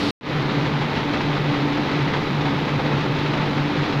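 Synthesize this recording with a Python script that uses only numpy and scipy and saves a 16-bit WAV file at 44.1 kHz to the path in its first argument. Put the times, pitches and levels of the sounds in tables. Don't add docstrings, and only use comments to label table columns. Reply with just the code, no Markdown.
import sys
import numpy as np
from scipy import signal
from scipy.fft import rfft, irfft
from scipy.io import wavfile
from scipy.ndimage import uniform_filter1d

SR = 44100
rng = np.random.default_rng(int(sys.argv[2]) if len(sys.argv) > 2 else 0)


def store_wav(level_fs):
    pcm = np.round(np.clip(np.atleast_2d(level_fs), -1, 1) * 32767)
    wavfile.write(sys.argv[1], SR, pcm.T.astype(np.int16))


N = 176400
CUT_S = 0.108

# frequency_hz, gain_db
STEEL_COLOUR = [(100, -19), (300, -4), (480, -0.5), (660, -1.5), (820, .5), (1000, 0.5), (1250, 1),
                (1450, -2), (2150, -3.5), (2800, -6), (3950, -9), (5000, -17), (6900, -30.5), (8000, -44),
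                (13000, -68)]
# pitch_hz, width_hz, relative_db
FRAME_MODES = [(425, 20, 1), (524, 16, -1), (776, 40, -4.5), (891, 62, -1.5), (1242, 24, -11.5),
               (1520, 17, -8), (1990, 55, -5), (2206, 36, -7), (2524, 38, -7.5), (3460, 50, -10),
               (3920, 140, -9.5)]


def undb(db):
    return 10 ** (np.asarray(db) / 20)


def unit(x):
    return x / np.sqrt(np.mean(x ** 2))


def drift(rate_hz):
    hold = max(int(SR / rate_hz), 2)
    steps = rng.standard_normal(1000)[np.arange(N) // hold % 1000]
    return unit(uniform_filter1d(uniform_filter1d(steps, hold), hold // 2))


def colour(x, points, modes=()):
    freqs = np.arange(N + 1) * SR / (2 * N)
    point_hz, point_db = np.array(points, float).T
    gain = undb(np.interp(np.log(freqs + 1), np.log(point_hz), point_db))
    gain *= 1 + sum(undb(db) / (1 + (2 * (freqs - hz) / width) ** 2) for hz, width, db in modes)
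    cepstrum = irfft(np.log(unit(gain)))[:N]
    cepstrum[1:] *= 2
    return irfft(rfft(x, 2 * N) * np.exp(rfft(cepstrum, 2 * N)))[:N]


def workshop(x, t60_s=0.41, tail_db=-0.5):
    t = np.arange(N) / SR
    decay = np.exp(-2 * np.log(1000) * t / t60_s)
    energy = np.abs(irfft(rfft(x ** 2) * rfft(decay / decay.sum()), N))
    tail = undb(tail_db) * np.sqrt(energy) * rng.standard_normal(N)
    return (x + tail) / np.hypot(1, undb(tail_db))


def drive_drone(t):
    # time_s, level_db
    throb = [(0.28, -36), (0.4, -21.5), (0.44, -38), (0.46, -24), (0.51, -32), (0.57, -22.5), (0.66, -31.5),
             (0.75, -22.5), (0.79, -30), (0.84, -24), (0.88, -33), (1.04, -28), (1.09, -35), (1.21, -31.5),
             (1.23, -39), (1.31, -22.5), (1.33, -26.5), (1.5, -23.5), (1.53, -31), (1.68, -27), (1.76, -31),
             (1.85, -29), (1.9, -40), (1.95, -24.0), (1.99, -29), (2.03, -19.5), (2.1, -31.5), (2.21, -28),
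             (2.24, -39), (2.32, -28.5), (2.39, -22), (2.43, -29), (2.48, -26), (2.54, -35), (2.58, -26),
             (2.67, -33.5), (2.77, -19), (2.8, -35), (2.85, -20), (2.88, -31), (2.94, -21), (3.05, -31.0),
             (3.1, -22.0), (3.17, -28.5), (3.26, -26), (3.32, -25), (3.37, -40), (3.41, -20.5),
             (3.48, -31.5), (3.51, -35.0), (3.61, -21.5), (3.76, -41), (3.79, -21), (3.83, -27),
             (3.85, -43), (3.94, -34), (3.97, -20.5), (4.0, -25)]
    # time_s, level_db
    swells = [(0.28, -34), (0.55, -30), (0.8, -39), (0.99, -42), (1.11, -20), (1.23, -41), (1.29, -27),
              (1.83, -28.5), (2.08, -37), (2.22, -32.5), (2.37, -42), (2.4, -33), (2.53, -28.5),
              (2.68, -40.5), (2.89, -28), (3.47, -38), (3.67, -25.5), (3.79, -34), (3.87, -28), (4.0, -36)]
    low_db = np.where(t < CUT_S, -45.5, np.interp(t, *np.array(throb).T) + 0.8)
    octave_db = np.where(t < CUT_S, -25, np.interp(t, *np.array(swells).T) + 1)
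    low_hz, octave_hz = 145.9, 289.6
    low = np.sin(2 * np.pi * low_hz * t + 0.67 * drift(30)) * (1 + 0.11 * drift(45))
    octave = np.sin(2 * np.pi * octave_hz * t + 1.05 * drift(14)) * (1 + 0.34 * drift(24))
    return unit(low) * undb(low_db) + unit(octave) * undb(octave_db)


def motor_hum(t):
    # pitch_hz, level_db
    tones = [(49.8, -58.5), (76.9, -48.5), (101, -56)]
    return sum(undb(db) * unit(np.sin(2 * np.pi * (hz * t + rng.random()))) for hz, db in tones)


def shaking_load(t):
    # rate_hz, offset_s, swing_db
    crank, belt, motor = (3.1, 0.3, 0.44), (5.45, 0.15, -0.39), (24.9, 0.0072, 0.16)
    return sum(db * np.cos(2 * np.pi * hz * (t - offset)) for hz, offset, db in (crank, belt, motor))


def frame_rumble(load_db, level_db=-26):
    # frequency_hz, gain_db
    spectrum = [(15, -10.5), (28, -15.5), (39, -20), (60, -11.5), (80, -9), (112, -2), (145, -1), (185, 0),
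                (250, -0.5), (310, -1), (420, -5), (530, -9), (700, -16.5), (1500, -59.5)]
    return colour(rng.standard_normal(N), spectrum) * undb(level_db + load_db + 0.2 * drift(25.55))


def steel_chatter(t, load_db, hits_per_s=2600, spread_db=2, level_db=-27.5):
    hits = (rng.random(N) < hits_per_s / SR) * rng.choice([-1, 1], N)
    strength = undb(spread_db * rng.standard_normal(N))
    impacts = workshop(unit(hits * strength))
    force_db = level_db + load_db + 0.27 * drift(45) - 0.5 * (t < CUT_S)
    return colour(impacts * undb(force_db), STEEL_COLOUR, FRAME_MODES)


def close_treble(t, level_db=-31.5):
    # frequency_hz, gain_db
    spectrum = [(1000, -6), (4200, 6.5), (6500, -13), (8000, -20), (10000, -22.5), (13500, -33)]
    return colour(rng.standard_normal(N), spectrum) * undb(level_db) * (t < CUT_S)


def hiss(level_db=-60):
    # frequency_hz, gain_db
    spectrum = [(1000, 7), (8000, 1), (11500, 2.5), (13200, 9), (14000, 10)]
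    return colour(rng.standard_normal(N), spectrum) * undb(level_db)


def linkage_knocks(t, attack_s=0.0051, decay_s=0.017, split_hz=2020):
    # start_s, body_db, clink_db
    blows = [(0.492, -28, -31), (0.654, -27, -34), (0.812, -27, -31.5), (0.958, -32, -32.5),
             (1.088, -30, -44.5), (1.132, -26, -30), (1.159, -32, -40.5), (1.204, -29, -31.5),
             (1.362, -33, -34.5), (1.533, -30, -36.5), (1.562, -36, -41), (1.719, -39.5, -34.0),
             (1.768, -27, -36.5), (1.91, -29.5, -32), (1.972, -30, -37.5), (2.073, -27.5, -36.5),
             (2.133, -24, -29.5), (2.404, -31, -36.5), (2.452, -26.5, -43.5), (2.496, -32.0, -39.5),
             (2.674, -27.5, -35), (2.784, -26, -36.5), (2.85, -30.0, -34), (2.912, -27, -46),
             (3.002, -34, -32), (3.185, -44, -33.5), (3.257, -30, -33), (3.332, -29.5, -33),
             (3.37, -29.5, -36.5), (3.41, -27, -40.5), (3.574, -34.5, -37.5), (3.763, -32.5, -33),
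             (3.828, -27, -34.5), (3.922, -33.5, -36)]
    body_trim_db, clink_trim_db = 4.5, 4
    body_energy, clink_energy, knocks = np.zeros((3, N))
    for start_s, body_db, clink_db in blows:
        age = np.maximum(t - start_s, 0)
        envelope = np.minimum(age / attack_s, 1) * np.exp(-np.maximum(age - attack_s, 0) / decay_s)
        body_energy += (envelope * undb(body_db + body_trim_db)) ** 2
        clink_energy += (envelope * undb(clink_db + clink_trim_db)) ** 2
    for energy, side in (body_energy, "low"), (clink_energy, "high"):
        rattle = np.sqrt(energy) * rng.standard_normal(N)
        ring = colour(workshop(rattle), STEEL_COLOUR, FRAME_MODES)
        band = signal.butter(2, split_hz, side, fs=SR, output="sos")
        knocks += np.sqrt(energy.mean()) * unit(signal.sosfilt(band, ring))
    return knocks


def scene():
    t = np.arange(N) / SR
    load_db = shaking_load(t)
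    air = close_treble(t) + hiss()
    drive = drive_drone(t) + motor_hum(t)
    frame = frame_rumble(load_db) + steel_chatter(t, load_db) + linkage_knocks(t)
    return (air + drive + frame)[None]


def record(dry):
    resume_s, fade_s, start_gain, top_hz = 0.21, 0.1, 0.13, 13900
    t = np.arange(N) / SR
    fade_in = (t > resume_s) * np.clip((t - resume_s) / fade_s, start_gain, 1)
    fader = (t < CUT_S) + fade_in
    lowpass = signal.ellip(10, 0.2, 80, top_hz, fs=SR, output="sos")
    return signal.sosfilt(lowpass, dry * fader)


dry = scene()
out = record(dry)
store_wav(out)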